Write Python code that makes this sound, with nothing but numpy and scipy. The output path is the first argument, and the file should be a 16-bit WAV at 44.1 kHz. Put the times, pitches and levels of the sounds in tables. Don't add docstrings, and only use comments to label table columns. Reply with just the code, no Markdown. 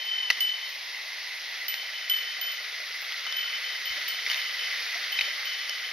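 import sys
import numpy as np
from scipy import signal
from scipy.fft import rfft, irfft
from scipy.io import wavfile

SR = 44100
rng = np.random.default_rng(int(sys.argv[2]) if len(sys.argv) > 2 else 0)


def inscribe(sig):
    pcm = np.round(np.clip(np.atleast_2d(sig).T, -1, 1) * 32767)
    wavfile.write(sys.argv[1], SR, pcm.astype(np.int16))


N = 261072
TIME = np.arange(N) / SR
BIN_HZ = np.maximum(np.fft.rfftfreq(N, 1 / SR), 1)

# (frequency [Hz], relative level per Hz [dB])
WATER_SPECTRUM = [(30, -27), (100, -45), (170, -41), (280, -30), (500, -18), (720, -14), (1000, -10.5),
                  (1300, -10.5), (2000, -13), (4000, -12), (6000, -16), (12000, -19.5), (16000, -23)]
# (frequency [Hz], likeness [0-1])
STEREO_LIKENESS = [(60, 1), (150, 0.5), (500, 0.91), (1000, 0.87), (1800, 0.91), (4200, 0.8), (5500, 0.64),
                   (7000, 0), (15000, 0.4)]
# (time [s], level [dB])
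CASCADE_LEVEL = [(0.0, -39.5), (0.26, -39), (0.4, -41), (1.0, -41), (5.06, -34), (5.92, -36.5)]
# (time [s], frequency [Hz])
HOLLOW_PITCH = [(0, 1290), (0.8, 1360), (1.6, 1130), (2.5, 955), (5.92, 980)]
HISS_FOLLOWS, ROAR_FOLLOWS = 0.63, 0.56

# (time [s], lower twin [dB], upper twin [dB], ping [dB], shimmer [dB])
BELL_STRIKES = [(0.0, -41, -35.5, -62, -75), (0.05, -39, -35, -53.5, -62), (0.078, -41, -30.5, -70, -72),
                (0.113, -35.5, -28.5, -70, -74), (0.18, -33, -31, -77, -79), (0.228, -30, -39, -78, -75),
                (0.405, -23.5, -42, -33.5, -38), (0.445, -27, -36, -70, -70),
                (0.475, -28.5, -31.5, -73, -68), (0.555, -38.5, -48, -72, -72), (0.624, -52, -37, -70, -65),
                (0.69, -48, -54, -54.5, -62), (1.682, -35, -41, -36, -37), (1.776, -47, -37.5, -68, -62),
                (1.939, -38, -47, -69, -61), (2.02, -42.5, -50, -75, -75), (2.097, -28, -24, -34, -37),
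                (2.165, -32, -37.5, -47, -66), (2.265, -44, -36, -72, -72), (2.412, -58, -32, -40, -39),
                (2.465, -56, -31.5, -48.5, -70), (2.517, -39, -48, -49, -47), (3.012, -66, -64, -55, -54),
                (3.265, -34.5, -45, -74, -72), (3.325, -52, -34.5, -72, -72),
                (3.365, -35.5, -29.5, -44.5, -51), (3.44, -34, -39, -82, -79),
                (3.533, -32.5, -49, -66, -61), (3.575, -58, -52, -72, -72), (3.64, -47, -36, -60, -60),
                (3.725, -40, -48, -66, -64), (3.854, -38, -34.5, -49, -46), (3.97, -48, -42.5, -74, -72),
                (4.081, -36.5, -37, -39, -39), (4.13, -44, -38, -67, -68), (4.296, -31.5, -43, -54, -54),
                (4.335, -48, -50, -70, -70), (4.37, -35.5, -51, -50.5, -51), (4.45, -39, -41, -64, -59),
                (4.589, -34.5, -39, -57, -66), (4.66, -40, -65, -72, -79), (5.12, -37, -33, -47, -43),
                (5.16, -40, -33, -65, -68), (5.205, -41, -34, -68, -70), (5.25, -50, -35.5, -66, -70),
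                (5.453, -37, -37, -55, -47), (5.51, -36, -47, -72, -72), (5.595, -38.5, -58, -72, -72),
                (5.69, -36.5, -49, -65, -66), (5.83, -42, -40, -72, -72)]
# (frequency [Hz], t60 [s])
HUM_TWINS = [(3030.6, 0.62), (3073.6, 0.61)]
# (frequency [Hz], relative level [dB], t60 [s])
PING_MODES = [(8150, 6, .34), (12050, 4.5, .28)]
# (frequency [Hz], relative level [dB], t60 [s])
SHIMMER_MODES = [(8333, -1, .15), (9480, -6, .07), (13060, -7, .07), (13320, 1.5, .16), (13470, 2, .16),
                 (14750, -4, .07), (14890, 0, .12), (14985, -2, .08)]
FIRM_PING_DB = -43

# (time [s], level [dB], t60 [s], pitch of the stone [Hz], crack over ring [dB])
STONE_KNOCKS = [(.3023, -9.5, .011, 2800, -5), (.3047, -13.5, 0.017, 1940, -7.5),
                (.3062, -23, 0.014, 2800, 0.5), (.311, -21, 0.0091, 2730, 0),
                (.3305, -26, 0.0087, 5400, -8), (1.7403, -20, .012, 2300, -11),
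                (1.7419, -23, 0.013, 2710, -4.5), (3.1222, -15.5, 0.0042, 3300, -10),
                (3.2665, -23.5, 0.0076, 3600, -5), (3.3246, -19.5, 0.01, 3470, -7),
                (4.264, -24, 0.024, 2290, -9), (4.2742, -26, .02, 2050, -11),
                (4.3001, -14.5, 0.0089, 3080, -9), (4.3443, -19, 0.0085, 3770, -9),
                (4.3598, -24, .008, 2200, -3), (5.189, -13, .018, 2490, -18),
                (5.1921, -15, .012, 2480, -14), (5.2103, -11, .007, 2500, -13),
                (5.2122, -23, .012, 3800, -3), (5.2152, -13, .009, 2950, -15),
                (5.6955, -18, 0.01, 5500, -4.5)]
# (frequency [Hz], gain [dB])
CRACK_COLOUR = [(60, -32), (400, -21), (760, -0.5), (1300, 0), (2100, -6.5), (2700, -1.5), (4000, -4),
                (6000, -0.5), (10000, -4), (13200, 1), (16000, -35)]
# (multiple of its pitch [ratio], relative level [dB])
STONE_RING_MODES = [(1.003, -1), (1.56, -6.5), (2.1, -22)]

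# (time [s], thud [dB], grit [dB])
BOOT_STEPS = [(.31, -63, -39.5), (.879, -64, -78), (2.1, -65, -46), (3.904, -51, -40.5), (4.287, -67, -46),
              (5.222, -57, -42.5)]
TOE_DELAY_S, TOE_LOSS_DB, HEEL_HZ, TOE_HZ = .06, 2.5, 75.4, 307
# (time [s], level [dB], starting pitch [Hz])
HOLLOW_PLOPS = [(2.8, -40, 665), (3.975, -41, 580), (4.953, -35, 690), (5.274, -38.5, 572)]
SLIDE_PEAK_S, SLIDE_RISE_S, SLIDE_FALL_S = 4.308, 0.038, 0.074

# (frequency [Hz], gain [dB])
SHARED_COLOUR = [(1000, -4.5), (1650, 1.5), (1870, 8), (2020, 15), (2170, 9), (2350, 6), (3000, 4.5),
                 (5300, 5.5), (6400, -2), (6900, -15.5), (7400, -53), (8150, -30), (9000, -13.5),
                 (11500, -6), (13500, -10), (15000, -14), (16000, -29)]
# (frequency [Hz], left minus right [dB])
PORT_DIFFERENCE = [(60, -2), (450, 4.5), (750, 6.5), (1400, -1), (2000, -1), (4000, 1.5), (7500, -0.5),
                   (10000, -9.5), (13500, -7.5), (16000, -26.5)]
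CUTOFF_HZ = 15400


def from_db(db):
    return 10 ** (np.asarray(db) / 20)


def rms_one(x):
    return x / np.sqrt(np.mean(x ** 2) + 1e-20)


def at_hz(points, hz):
    f, value = np.transpose(points)
    return np.interp(np.log(hz), np.log(f), value)


def colour(x, curve_db):
    cepstrum = irfft(np.log(from_db(curve_db)), N)
    cepstrum[1:N // 2] *= 2
    cepstrum[N // 2 + 1:] = 0
    response = irfft(np.exp(rfft(cepstrum)), N)[:N // 8]
    return irfft(rfft(x, 2 * N) * rfft(response, 2 * N))[..., :N]


def low_pass(x, hz):
    sos = signal.butter(1, min(hz, SR / 2 - 100), fs=SR, output="sos")
    return signal.sosfilt(sos, x + 1e-18)


def high_pass(x, hz):
    return signal.sosfilt(signal.butter(2, hz, "high", fs=SR, output="sos"), x + 1e-18)


def delayed(x, count):
    return np.pad(x, (count, 0))[:N]


def drift(rate_hz):
    r = np.exp(-80 * np.pi * rate_hz / SR)
    noise = rng.standard_normal(N // 40 + 2002)
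    slow = signal.lfilter([1], [1, -2 * r, r * r], noise)[2000:]
    return np.interp(np.arange(N) / 40, np.arange(len(slow)), rms_one(slow))


def ring(clicks, hz, t60):
    r, w = from_db(-60 / (t60 * SR)), 2 * np.pi * hz / SR
    return signal.lfilter([0, np.sin(w)], [1, -2 * r * np.cos(w), r * r], clicks + 1e-18)


def fade(t, t60):
    return np.exp(-np.log(1000) * t / t60)


def add(out, s, sound):
    i = min(N, max(0, round(s * SR)))
    out[..., i:i + sound.shape[-1]] += sound[..., :N - i]


def stereo_noise(size):
    hz = np.maximum(np.fft.rfftfreq(size, 1 / SR), 1)
    alike = np.clip(at_hz(STEREO_LIKENESS, hz), 0, 1)
    mid, side = rfft(rng.standard_normal((2, size)))
    both = np.sqrt(1 + alike) * mid + np.sqrt(1 - alike) * side * [[1], [-1]]
    return irfft(both, size) / np.sqrt(2)


def rush(churn_db, count=14):
    spectrum = rfft(stereo_noise(N)) * from_db(at_hz(WATER_SPECTRUM, BIN_HZ))
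    band = np.digitize(BIN_HZ, np.geomspace(200, 12000, count - 1))
    surge = .5 * drift(1.0)
    out = np.zeros((2, N))
    for k in range(count):
        out += irfft(spectrum * (band == k), N) * from_db(churn_db * (surge + drift(30)))
    return rms_one(out)


def bubbles(per_s, low_hz, high_hz, cycles, spread_db, count=20):
    born = np.flatnonzero(rng.random(N) < per_s * from_db(3 * drift(8)) / SR)
    loudness_db = spread_db * np.minimum(rng.exponential(1, len(born)), 4)
    strengths = from_db(loudness_db) * rng.choice([-1, 1], len(born))
    pitch_index = rng.integers(0, count, len(born))
    pitches = np.geomspace(low_hz, high_hz, count) * rng.uniform(.97, 1.03, count)
    out = np.zeros((2, N))
    for k, hz in enumerate(pitches):
        clicks = np.zeros(N)
        clicks[born[pitch_index == k]] = strengths[pitch_index == k]
        level_db = at_hz(WATER_SPECTRUM, hz) + rng.normal(0, 2.5) * np.array([[1], [-1]])
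        out += ring(clicks, hz, cycles / hz) * hz * from_db(level_db)
    return rms_one(high_pass(out, low_hz / 2))


def hollow(x, depth_db, octaves):
    hz, s, frames = signal.stft(x, SR, nperseg=1024)
    centre_hz = np.interp(s, *np.transpose(HOLLOW_PITCH))
    away = np.log2(np.maximum(hz, 1)[:, None] / centre_hz) / octaves
    return signal.istft(frames * from_db(depth_db * np.exp(-away ** 2)), SR)[1][..., :N]


def stream(rush_db, gurgle_db, babble_db, splash_db):
    level_db = np.interp(TIME, *np.transpose(CASCADE_LEVEL))
    swell_db = level_db - level_db.mean()
    hiss_db, roar_db = (HISS_FOLLOWS - 1) * swell_db, (ROAR_FOLLOWS - 1) * swell_db
    water = from_db(rush_db) * rush(churn_db=1.0)
    water += from_db(gurgle_db) * bubbles(per_s=170, low_hz=290, high_hz=1400, cycles=36, spread_db=4.2)
    water += from_db(splash_db) * bubbles(per_s=1100, low_hz=1250, high_hz=6560, cycles=9.3, spread_db=3.5)
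    water += from_db(babble_db) * bubbles(per_s=280, low_hz=1800, high_hz=2400, cycles=12, spread_db=2.5)
    water = hollow(water, depth_db=-5.0, octaves=0.31)
    roar, below_hiss = low_pass(water, 1100), low_pass(water, 2100)
    middle, hiss = below_hiss - roar, water - below_hiss
    return from_db(level_db) * (roar * from_db(roar_db) + middle + hiss * from_db(hiss_db))


def bell_hum(soft_rise_s, firm_rise_s):
    out, t, started = np.zeros(N), TIME[:SR], 0
    rises = [firm_rise_s if ping_db > FIRM_PING_DB else soft_rise_s for _, _, _, ping_db, _ in BELL_STRIKES]
    next_times = [row[0] for row in BELL_STRIKES[1:]] + [TIME[-1]]
    next_rises = rises[1:] + rises[:1]
    for strike, next_s, rise, next_rise in zip(BELL_STRIKES, next_times, rises, next_rises):
        s, *twins_db, ping_db, _ = strike
        onset = max(0, round(s * SR)) / SR
        if ping_db > FIRM_PING_DB:
            started = onset
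        twins = np.zeros(len(t))
        for db, (hz, t60) in zip(twins_db, HUM_TWINS):
            twins += from_db(db) * np.sin(2 * np.pi * hz * (t + onset - started)) * fade(t, t60)
        fade_in = np.clip(t / rise, 0, 1)
        fade_out = np.clip(1 - (t + s - next_s) / next_rise, 0, 1)
        add(out, s, twins * fade_in * fade_out)
    return out


def bell_overtones(level_db, tick_db):
    out, t = np.zeros((2, N)), TIME[:SR // 2]
    for s, _, _, ping_db, shimmer_db in BELL_STRIKES:
        tick = high_pass(rng.standard_normal((2, len(t))), 3500) * fade(t, 0.031)
        sound = from_db(ping_db + tick_db) * tick
        for modes, strength_db in ((PING_MODES, ping_db), (SHIMMER_MODES, shimmer_db)):
            for hz, mode_db, t60 in modes:
                beam = from_db(strength_db + mode_db + rng.normal(0, 0.36, (2, 1)))
                phase = rng.random((2, 1))
                sound += beam * np.sin(2 * np.pi * (hz * t + phase)) * fade(t, t60)
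        add(out, s, from_db(level_db) * sound)
    return out


def bell(pan_db):
    hum = bell_hum(soft_rise_s=0.004, firm_rise_s=0.0031)
    sound = np.array([hum, delayed(hum, count=3)]) + bell_overtones(level_db=9.5, tick_db=3.0)
    return high_pass(sound, 2100) * from_db([[pan_db / 2], [-pan_db / 2]])


def stones(crack_db, snap_db, ring_db, contact_s):
    cracks, rings, t = np.zeros((2, N)), np.zeros(N), TIME[:SR // 10]
    for s, knock_db, t60, pitch_hz, hardness_db in STONE_KNOCKS:
        decay = from_db(knock_db) * fade(t, t60)
        crunch = rms_one(low_pass(stereo_noise(len(t)), 2 * pitch_hz))
        snap = from_db(snap_db) * (t == 0)
        add(cracks, s, from_db(hardness_db) * decay * (crunch + snap))
        modes = sum(from_db(db) * np.sin(2 * np.pi * pitch_hz * k * t) for k, db in STONE_RING_MODES)
        add(rings, s, decay * modes * (1 - np.exp(-t / contact_s)))
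    cracks = colour(cracks, at_hz(CRACK_COLOUR, BIN_HZ))
    return from_db(crack_db) * cracks + from_db(ring_db) * high_pass(rings, 1300)


def footfalls():
    roll = [(0, 0, HEEL_HZ), (TOE_DELAY_S, TOE_LOSS_DB, TOE_HZ)]
    return [(s + late_s, thud_db - loss_db, thud_hz, grit_db - loss_db)
            for s, thud_db, grit_db in BOOT_STEPS for late_s, loss_db, thud_hz in roll]


def boots(thud_t60, grit_t60, grit_low_hz):
    out, t = np.zeros((2, N)), TIME[:SR // 2]
    for s, thud_db, thud_hz, grit_db in footfalls():
        thud = 2 * np.sin(2 * np.pi * thud_hz * t) * (fade(t, thud_t60) - fade(t, 0.01))
        grains = stereo_noise(len(t)) * rng.exponential(1, len(t))
        grit = rms_one(high_pass(low_pass(grains, 4800), grit_low_hz)) * fade(t, grit_t60)
        add(out, s, from_db(thud_db) * thud + from_db(grit_db) * grit)
    return out


def plops(t60, rise_per_s):
    out, t = np.zeros(N), TIME[:SR // 4]
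    for s, level_db, hz in HOLLOW_PLOPS:
        tone = np.sin(2 * np.pi * hz * t * (1 + rise_per_s * t))
        add(out, s, from_db(level_db) * tone * (fade(t, t60) - fade(t, 0.003)))
    return out


def gravel(level_db, grains_per_s, spread_db, low_hz):
    grains = (rng.random(N) < grains_per_s / SR) * from_db(spread_db * rng.standard_normal(N))
    envelope = signal.lfilter([1], [1, -fade(1 / SR, 0.0074)], grains + 1e-18)
    ticks = rms_one(high_pass(low_pass(stereo_noise(N) * envelope, 7500), low_hz))
    from_peak_s = TIME - SLIDE_PEAK_S
    pressure = np.exp(np.minimum(from_peak_s / SLIDE_RISE_S, -from_peak_s / SLIDE_FALL_S))
    return from_db(level_db) * ticks * pressure


def scene():
    water = stream(rush_db=-1.0, gurgle_db=-17.5, babble_db=-16.5, splash_db=-11.5)
    jingle = bell(pan_db=2.0)
    path = stones(crack_db=1.5, snap_db=10.5, ring_db=-4.0, contact_s=0.000075)
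    path += boots(thud_t60=0.09, grit_t60=0.84, grit_low_hz=610)
    hollow_plops = plops(t60=0.098, rise_per_s=0.99)
    path += gravel(level_db=-31.5, grains_per_s=2000, spread_db=2.5, low_hz=1000)
    return water + jingle + hollow_plops + path


def record(dry):
    shared_db = at_hz(SHARED_COLOUR, BIN_HZ)
    apart_db = at_hz(PORT_DIFFERENCE, BIN_HZ) / 2
    heard = np.array([colour(dry[0], shared_db + apart_db), colour(dry[1], shared_db - apart_db)])
    return signal.sosfilt(signal.ellip(10, .2, 80, CUTOFF_HZ, fs=SR, output="sos"), heard)


dry = scene()
out = record(dry)
inscribe(out)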